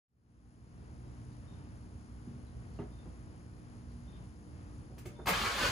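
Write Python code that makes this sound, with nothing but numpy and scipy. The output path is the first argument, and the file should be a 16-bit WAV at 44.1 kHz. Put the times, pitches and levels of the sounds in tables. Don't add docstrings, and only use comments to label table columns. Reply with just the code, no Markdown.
import sys
import numpy as np
from scipy import signal
from scipy.fft import rfft, irfft, next_fast_len
from scipy.io import wavfile
from scipy.ndimage import map_coordinates

SR = 44100
rng = np.random.default_rng(int(sys.argv[2]) if len(sys.argv) > 2 else 0)


def wav_out(sig):
    wavfile.write(sys.argv[1], SR, np.round(np.clip(np.atleast_2d(sig).T, -1, 1) * 32767).astype(np.int16))


N = 251811
T = np.arange(N) / SR
CRANK_S = 5.27

# frequency in Hz, level in dB.
HUM_TONES = [(59.2, -57.5), (119.9, -57), (178.8, -65.5), (213, -68), (239.7, -62), (298.3, -65.5),
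             (343, -76.5), (358, -78), (416, -80), (479.3, -77.5)]
# frequency in Hz, left-right correlation.
AIR_CORRELATION = [(60, 1), (300, 0.46), (800, 0.79), (1500, 0.29), (3000, 0.67), (4800, 0.068), (6500, 1),
                   (8400, 0.43), (10000, 0.99)]
# peak time in seconds, load 0-1, exhaust puff in dB.
COMPRESSIONS = [(5.32, .3, -45.5), (5.435, .42, -41), (5.655, 0.98, -38.5)]


def amp(db):
    return 10 ** (np.asarray(db) / 20)


def unit(x):
    return x / np.sqrt(np.mean(x ** 2) + 1e-20)


def along(points, hz):
    f, v = np.transpose(points)
    return np.interp(np.log(hz + 1), np.log(f + 1), v)


def wobble(rate_hz):
    return map_coordinates(rng.standard_normal(int(N * rate_hz / SR) + 4), [T * rate_hz])


def filtered(x, response):
    n = x.shape[-1]
    m = next_fast_len(n + SR // 2)
    return irfft(rfft(x, m) * response(np.fft.rfftfreq(m, 1 / SR)), m)[..., :n]


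def coloured(x, spectrum):
    return unit(filtered(x, lambda hz: amp(along(spectrum, hz))))


def resonate(x, peaks):
    def response(f):
        return sum((-1) ** k * amp(db) * 1j * f * width / (hz * hz - f * f + 1j * f * width)
                   for k, (hz, width, db) in enumerate(peaks))
    return unit(filtered(x, response))


def waver(x, depth_ms, rate_hz):
    return map_coordinates(x, [(T + depth_ms / 1000 * wobble(rate_hz)) * SR])


def ring(modes, t, detune=0):
    return sum(amp(db + rng.normal(0, 1) - 60 * t / t60_s)
               * np.sin(2 * np.pi * (hz * (1 + detune * rng.normal()) * t + rng.random()))
               for hz, db, t60_s in modes)


def arrive(x, lag_ms=.297):
    return filtered(x, lambda hz: np.exp(np.outer([1, -1], 1j * np.pi * hz * lag_ms / 1000)))


def panned(x, balance):
    return filtered(x, lambda hz: amp(np.outer([.5, -.5], along(balance, hz))))


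def stereo(pair, correlation):
    def weights(hz):
        angle = np.arccos(np.clip(along(correlation, hz), -1, 1)) / 2
        return np.array([np.cos(angle), np.sin(angle)])
    mid, side = filtered(pair, weights)
    return arrive(np.array([mid + side, mid - side]))


def garage(x, wet_db):
    # frequency in Hz, t60 in seconds.
    decay = [(150, 0.25), (1000, 0.43), (5000, 0.27), (14000, 0.11)]
    # frequency in Hz, left-right correlation.
    correlation = [(100, 1), (400, 0.91), (1000, 0.15), (3000, 0.059), (5500, 0.18), (7500, 0.66),
                   (9000, 1)]
    # frequency in Hz, gain in dB.
    shadow = [(1000, 2.5), (4500, -1.5), (6500, -8.5), (8500, -35)]
    hz, t, noise = signal.stft(rng.standard_normal((2, SR // 2)), SR, nperseg=256)
    tail = signal.istft(noise * amp(-60 * t / along(decay, hz)[:, None]), SR, nperseg=256)[1]
    tail = stereo(tail / np.linalg.norm(tail[0]), correlation)
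    reverb = signal.fftconvolve(x[None], tail, axes=1)[:, :N]
    direct = filtered(x, lambda hz: amp(along(shadow, hz)))
    return (direct + amp(wet_db) * reverb) / np.hypot(1, amp(wet_db))


def hum():
    tones = sum(amp(db + 2.26 * wobble(2.925)) * np.sin(2 * np.pi * hz * T + 0.25 * wobble(3.035))
                for hz, db in HUM_TONES)
    return arrive(np.sqrt(2) * tones)


def air():
    # frequency in Hz, relative density in dB.
    spectrum = [(15, -13), (26, -18), (58, 3), (115, 0.5), (165, -6), (240, -9.5), (300, -12.5),
                (520, -21.5), (1100, -24), (2000, -31.5), (3800, -41), (7300, -47), (11000, -73),
                (14000, -83)]
    gain = amp(-50.5 + 0.8 * wobble(5.94))
    return gain * stereo(coloured(rng.standard_normal((2, N)), spectrum), AIR_CORRELATION)


def compressor():
    # frequency in Hz, relative density in dB.
    gas_spectrum = [(2500, -48), (4400, -3.5), (4900, -3.5), (5600, -1.5), (6400, 1.5), (7300, 1),
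                    (8000, -12.5), (9700, 5.5), (11700, -6), (13000, -30.5)]
    # centre in Hz, width in Hz, relative gain in dB.
    thin_tones = [(4220, 40, -2), (4930, 120, -4), (6070, 91, -5.5)]
    motor_hz = HUM_TONES[0][0]
    stroke = 1.14 + np.exp(-9 * (motor_hz * T % 1))
    gain = amp(-74.5 + 0.77 * wobble(12))
    hiss = stereo(coloured(stroke * rng.standard_normal((2, N)), gas_spectrum), AIR_CORRELATION)
    return gain * hiss + amp(-85) * resonate(rng.standard_normal((2, N)), thin_tones)


def bird(quaver_hz=25.6):
    # start in seconds, length in seconds, first and last pitch in Hz, level in dB.
    whistles = [(1.458, .07, 3650, 3640, -67.5), (1.515, .07, 3600, 3580, -73),
                (2.91, 0.035, 3620, 3660, -71), (2.968, 0.033, 3620, 3630, -72),
                (4.048, .03, 3300, 3550, -73), (4.071, .03, 3640, 3620, -66),
                (4.112, .03, 3635, 3580, -66.5), (4.108, .036, 3550, 3050, -75),
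                (4.135, .075, 3600, 3560, -76), (5.143, 0.062, 3560, 3620, -69.5),
                (5.213, .026, 3580, 3580, -67)]
    # start in seconds, length in seconds, centre in Hz, width in Hz, level in dB.
    chips = [(1.3, .05, 4100, 900, -73), (2.447, .05, 4030, 250, -76), (2.728, 0.066, 4270, 1000, -72),
             (3.878, 0.071, 4300, 900, -74), (4.108, 0.087, 3250, 350, -75.5)]

    def swell(start_s, length_s):
        return np.sin(np.pi * np.clip((T - start_s) / length_s, 0, 1))
    out = np.zeros(N)
    for start_s, length_s, first_hz, last_hz, db in whistles:
        glide_hz = np.interp(T, [start_s, start_s + length_s], [first_hz, last_hz])
        phase = 2 * np.pi * np.cumsum(glide_hz + quaver_hz * wobble(200)) / SR
        out += amp(db + 5.1 * wobble(90)) * swell(start_s, length_s) * np.sin(phase)
    for start_s, length_s, hz, width_hz, db in chips:
        rasp = resonate(rng.standard_normal(N), [(hz, width_hz, 0)])
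        out += amp(db) * swell(start_s, length_s) * rasp
    return out


def thumps(rebound_s=.015, rebound_db=-5.5, trim_t60_s=0.21, attack_s=0.002):
    # start in seconds, level in dB, contact cut-off in Hz, panel ring gain 0-1.
    blows = [(2.271, -43, 260, 0.24), (2.342, -49, 260, 0.23), (2.788, -39.5, 2120, 0.76),
             (3.054, -46.5, 900, 0.15)]
    # frequency in Hz, level in dB, t60 in seconds.
    panel_modes = [(141, 4, 0.3), (194, -1, 0.16), (237, -3, 0.24), (340, -4, 0.14), (406.6, 1.5, 0.16),
                   (600, -10, 0.1), (680, -7, 0.097), (830, -14, 0.11), (960, -11, 0.08),
                   (1180, -6.5, 0.064)]
    # frequency in Hz, relative density in dB.
    trim_spectrum = [(80, 5.5), (300, 10), (550, -1.5), (1200, -10),
                     (3000, -16), (4000, -16), (12000, -12)]
    out, t = np.zeros(N + SR), np.arange(SR // 2) / SR
    for start_s, db, contact_hz, ring_gain in blows:
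        for hit_s, hit_db in [(start_s, db), (start_s + rebound_s, db + rebound_db)]:
            trim = coloured(rng.standard_normal(len(t)), trim_spectrum) * amp(-60 * t / trim_t60_s)
            panels = ring_gain * ring(panel_modes, t, detune=0.02)
            blow = (panels + 0.81 * trim) * (1 - np.exp(-t / attack_s))
            dulled = signal.lfilter(*signal.butter(2, contact_hz, fs=SR), blow)
            out[round(hit_s * SR):][:len(t)] += amp(hit_db) * dulled
    return out[:N]


def ping(start_s=2.787, attack_s=.001):
    # frequency in Hz, level in dB, t60 in seconds.
    fitting_modes = [(2800, -53.5, 0.039)]
    t = np.maximum(T - start_s, 0)
    return ring(fitting_modes, t) * (1 - np.exp(-t / attack_s))


def valve_knocks(t60_s=.14):
    # start in seconds, level in dB, attack in seconds, contact cut-off in Hz.
    knocks = [(4.897, -48.5, 0.015, 800), (4.969, -57, .005, 900), (5.054, -39, 0.0067, 513),
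              (5.188, -41, 0.0088, 1500)]
    # centre in Hz, width in Hz, relative gain in dB.
    bracket_modes = [(355, 62, 1), (453, 120, -1.5), (570, 62, -1.5), (765, 86, -6.5), (942, 28, -11),
                     (1330, 500, -16)]
    out = np.zeros(N)
    for start_s, db, attack_s, contact_hz in knocks:
        t = np.maximum(T - start_s, 0)
        shake = resonate(rng.standard_normal(N), bracket_modes)
        dulled = signal.lfilter(*signal.butter(3, contact_hz, fs=SR), shake)
        out += amp(db - 60 * t / t60_s) * (1 - np.exp(-t / attack_s)) * dulled
    return out


def small_motors(ramp_s=0.023):
    # on and off time in seconds, pitch in Hz, level in dB.
    whirrs = [(5.085, 5.173, 583, -65.5), (5.154, 5.248, 937, -66)]
    out = np.zeros(N)
    for on_s, off_s, hz, db in whirrs:
        gate = np.clip(np.minimum(T - on_s, off_s - T) / ramp_s, 0, 1)
        out += amp(db) * gate * np.sqrt(2) * np.sin(2 * np.pi * hz * T + 0.8 * wobble(90))
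    return out


def clacks(t60_s=0.094, attack_s=0.0023, heavy_db=-27.5):
    # start in seconds, level in dB.
    blows = [(4.979, -50.5), (5.054, -47.5), (5.257, -38), (5.269, -31), (5.284, -29)]
    # frequency in Hz, relative density in dB.
    steel_spectrum = [(60, -24.5), (170, -1), (300, -6), (480, 2), (800, 2), (1250, 3.5), (1750, -2),
                      (2250, -2), (4000, -10.5), (7000, -11), (8300, -9.5), (11500, -15), (13300, -14),
                      (15500, -9.5)]
    # frequency in Hz, relative level in dB, t60 in seconds.
    pinion_modes = [(926, -15, .2), (1184, -11, .28), (1723, -15, .4), (1954, -11, .4), (2140, -8, .15),
                    (2525, -8, .28), (3112, -12, .15), (13360, -1, .2)]
    out, t = np.zeros(N + SR), np.arange(SR // 2) / SR
    for start_s, db in blows:
        lighter_db = heavy_db - db
        tilt_db_per_octave = 0.15 * lighter_db
        tilted = [(hz, level + tilt_db_per_octave * np.log2(hz / 2000)) for hz, level in steel_spectrum]
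        clatter = coloured(rng.standard_normal(len(t)), tilted) * amp(-60 * t / t60_s)
        pinion = amp(3 - 2 * lighter_db) * ring(pinion_modes, t)
        blow = (1.94 * clatter + pinion) * (1 - np.exp(-t / attack_s))
        out[round(start_s * SR):][:len(t)] += amp(db) * blow
    return out[:N]


def jolts(attack_s=0.01, t60_s=0.17):
    # start in seconds, frequency in Hz, level in dB.
    thuds = [(5.06, 104, -40.5), (5.255, 141, -39), (5.301, 174.7, -31.5), (5.41, 217, -36.5)]
    out = np.zeros(N)
    for start_s, hz, db in thuds:
        t = np.maximum(T - start_s, 0)
        out += ring([(hz, db, t60_s)], t) * (1 - np.exp(-t / attack_s))
    return out


def exhaust(attack_s=0.079, t60_s=0.42, boom_hz=49.3, boom_db=-1.5):
    # centre in Hz, width in Hz, relative gain in dB.
    pipe_modes = [(77, 61, -0.5), (113, 36, 4), (198, 48, -1.5)]
    flow = np.zeros(N)
    for peak_s, _, db in COMPRESSIONS:
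        t = T - peak_s
        flow += amp(db) * np.where(t < 0, np.exp(-(t / attack_s) ** 2), amp(-60 * np.abs(t) / t60_s))
    boom = amp(boom_db) * np.sin(2 * np.pi * boom_hz * T + .4 * wobble(19))
    return (0.5 * resonate(rng.standard_normal(N), pipe_modes) + boom) * flow


def cranking():
    squeeze_s, release_s = .08, .042
    spin_up_s, free_at_s, freeing_s = .013, 5.505, .025
    stiff_hz, free_hz, sag_hz = 415.4, 554.6, 57.76
    load = sum(size * np.exp(-((T - peak_s) / np.where(T < peak_s, squeeze_s, release_s)) ** 2)
               for peak_s, size, _ in COMPRESSIONS)
    spun_up = 1 - np.exp(-np.maximum(T - CRANK_S, 0) / spin_up_s)
    free = .5 + .5 * np.tanh((T - free_at_s) / freeing_s)
    mesh_hz = spun_up * (stiff_hz + (free_hz - stiff_hz) * free - sag_hz * load)
    return load, free, mesh_hz


def starter(backlash_s=.0001):
    # frequency in Hz, relative gain in dB.
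    gear_spectrum = [(120, -13), (200, -27), (290, -21), (500, -14), (800, -8), (1100, -8), (1700, -5.5),
                     (2700, -15), (4500, -10.5), (6000, -13.5), (8300, -11.5), (10000, -15), (12500, -23),
                     (15500, -13)]
    # multiple of the mesh rate, relative level in dB.
    whine_partials = [(2, -28), (3, 4), (5, -14), (7, -12.5), (9, -29)]
    # centre in Hz, width in Hz, relative gain in dB.
    housing_modes = [(696, 13, -3.5), (1032, 24, 2), (1100, 11, 3), (1174, 26, 2), (1247, 16, 1),
                     (1633, 21, -2), (1773, 14, 3.5), (2050, 35, 1), (2204, 75, 2), (2500, 92, -0.5),
                     (2840, 51, 2), (3133, 77, 3.5), (3530, 49, 1), (3976, 36, 2), (4440, 53, -2)]
    mount_modes = [(350, 110, -2.5), (490, 49, 0), (566, 61, -2.5), (708, 64, -3.5)]
    ring_gear_modes = [(1178, 16, 8.5), (1500, 130, 1.5)]
    flank_modes = [(1200, 220, 0), (414, 77, -5.5)]
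    load, free, mesh_hz = cranking()
    running = T > CRANK_S
    duty_gain = np.sqrt(running.mean())

    judder = 1 + .014 * wobble(70)
    teeth = np.cumsum(mesh_hz * judder) / SR
    hits = np.flatnonzero(np.diff(np.floor(teeth)))
    scatter, force = rng.standard_normal((len(hits), 2)).T
    hits = np.clip(hits + (backlash_s * SR * scatter).astype(int), 0, N - 1)
    knocks = np.bincount(hits, amp(3.5 * force), N)
    scrape = rng.standard_normal(N) * np.exp(-2.5 * (teeth % 1)) * running
    drive = 0.5 * unit(knocks) + 1.02 * unit(scrape)

    housing = waver(resonate(drive, housing_modes), depth_ms=0.13, rate_hz=35)
    rattle = duty_gain * (0.94 * coloured(drive, gear_spectrum) + 0.48 * housing)
    strain = duty_gain * load ** 1.52
    groan = amp(-40.5) * strain * resonate(drive, mount_modes)
    grind = amp(-39) * strain * resonate(drive, ring_gear_modes)
    scuff_gain = duty_gain * amp(-42.5 + 2.5 * wobble(60)) * (1 - free)
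    scuff = scuff_gain * waver(resonate(drive, flank_modes), depth_ms=1.09, rate_hz=30)
    motor = amp(-57.5 + 1.2 * wobble(7.8)) * np.sin(np.pi * teeth)
    whine = sum(amp(db + 1.8 * wobble(80)) * np.sin(2 * np.pi * multiple * teeth)
                for multiple, db in whine_partials)
    gears = (rattle + amp(-25.5 + 20 * load) * whine) * amp(-36.5 + 6 * load)
    return (gears + groan + grind + scuff + motor) * running


def scene():
    # frequency in Hz, left minus right in dB.
    car_balance = [(100, -0.5), (250, 0), (500, -2), (1200, -1), (2000, -1.5), (3500, 3.5), (5500, 2),
                   (8000, 0)]
    room_balance = [(100, -1.6), (500, 5), (1200, 1), (2000, 4), (3600, 2.5), (5200, 12.5), (6500, -1),
                    (9000, 0)]
    car = garage(clacks(), wet_db=1.5)
    car += garage(starter(), wet_db=-4)
    car += garage(exhaust() + jolts(), wet_db=-7.5)
    car += garage(thumps() + valve_knocks() + small_motors(), wet_db=-5)
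    car += garage(ping(), wet_db=-8)
    room_tone = panned(hum() + air() + compressor(), room_balance)
    return room_tone + garage(bird(), wet_db=1) + panned(car, car_balance)


def record(dry):
    low_cut_hz, top_hz = 32, 15550
    fade_start_s, fade_s = .075, 1.01
    fade = np.clip((T - fade_start_s) / fade_s, 0, 1) ** 1.154
    cut = signal.sosfilt(signal.butter(4, low_cut_hz, 'high', fs=SR, output='sos'), dry)
    return filtered(cut * fade, lambda hz: 1 / np.sqrt(1 + (hz / top_hz) ** 400))


dry = scene()
out = record(dry)
wav_out(out)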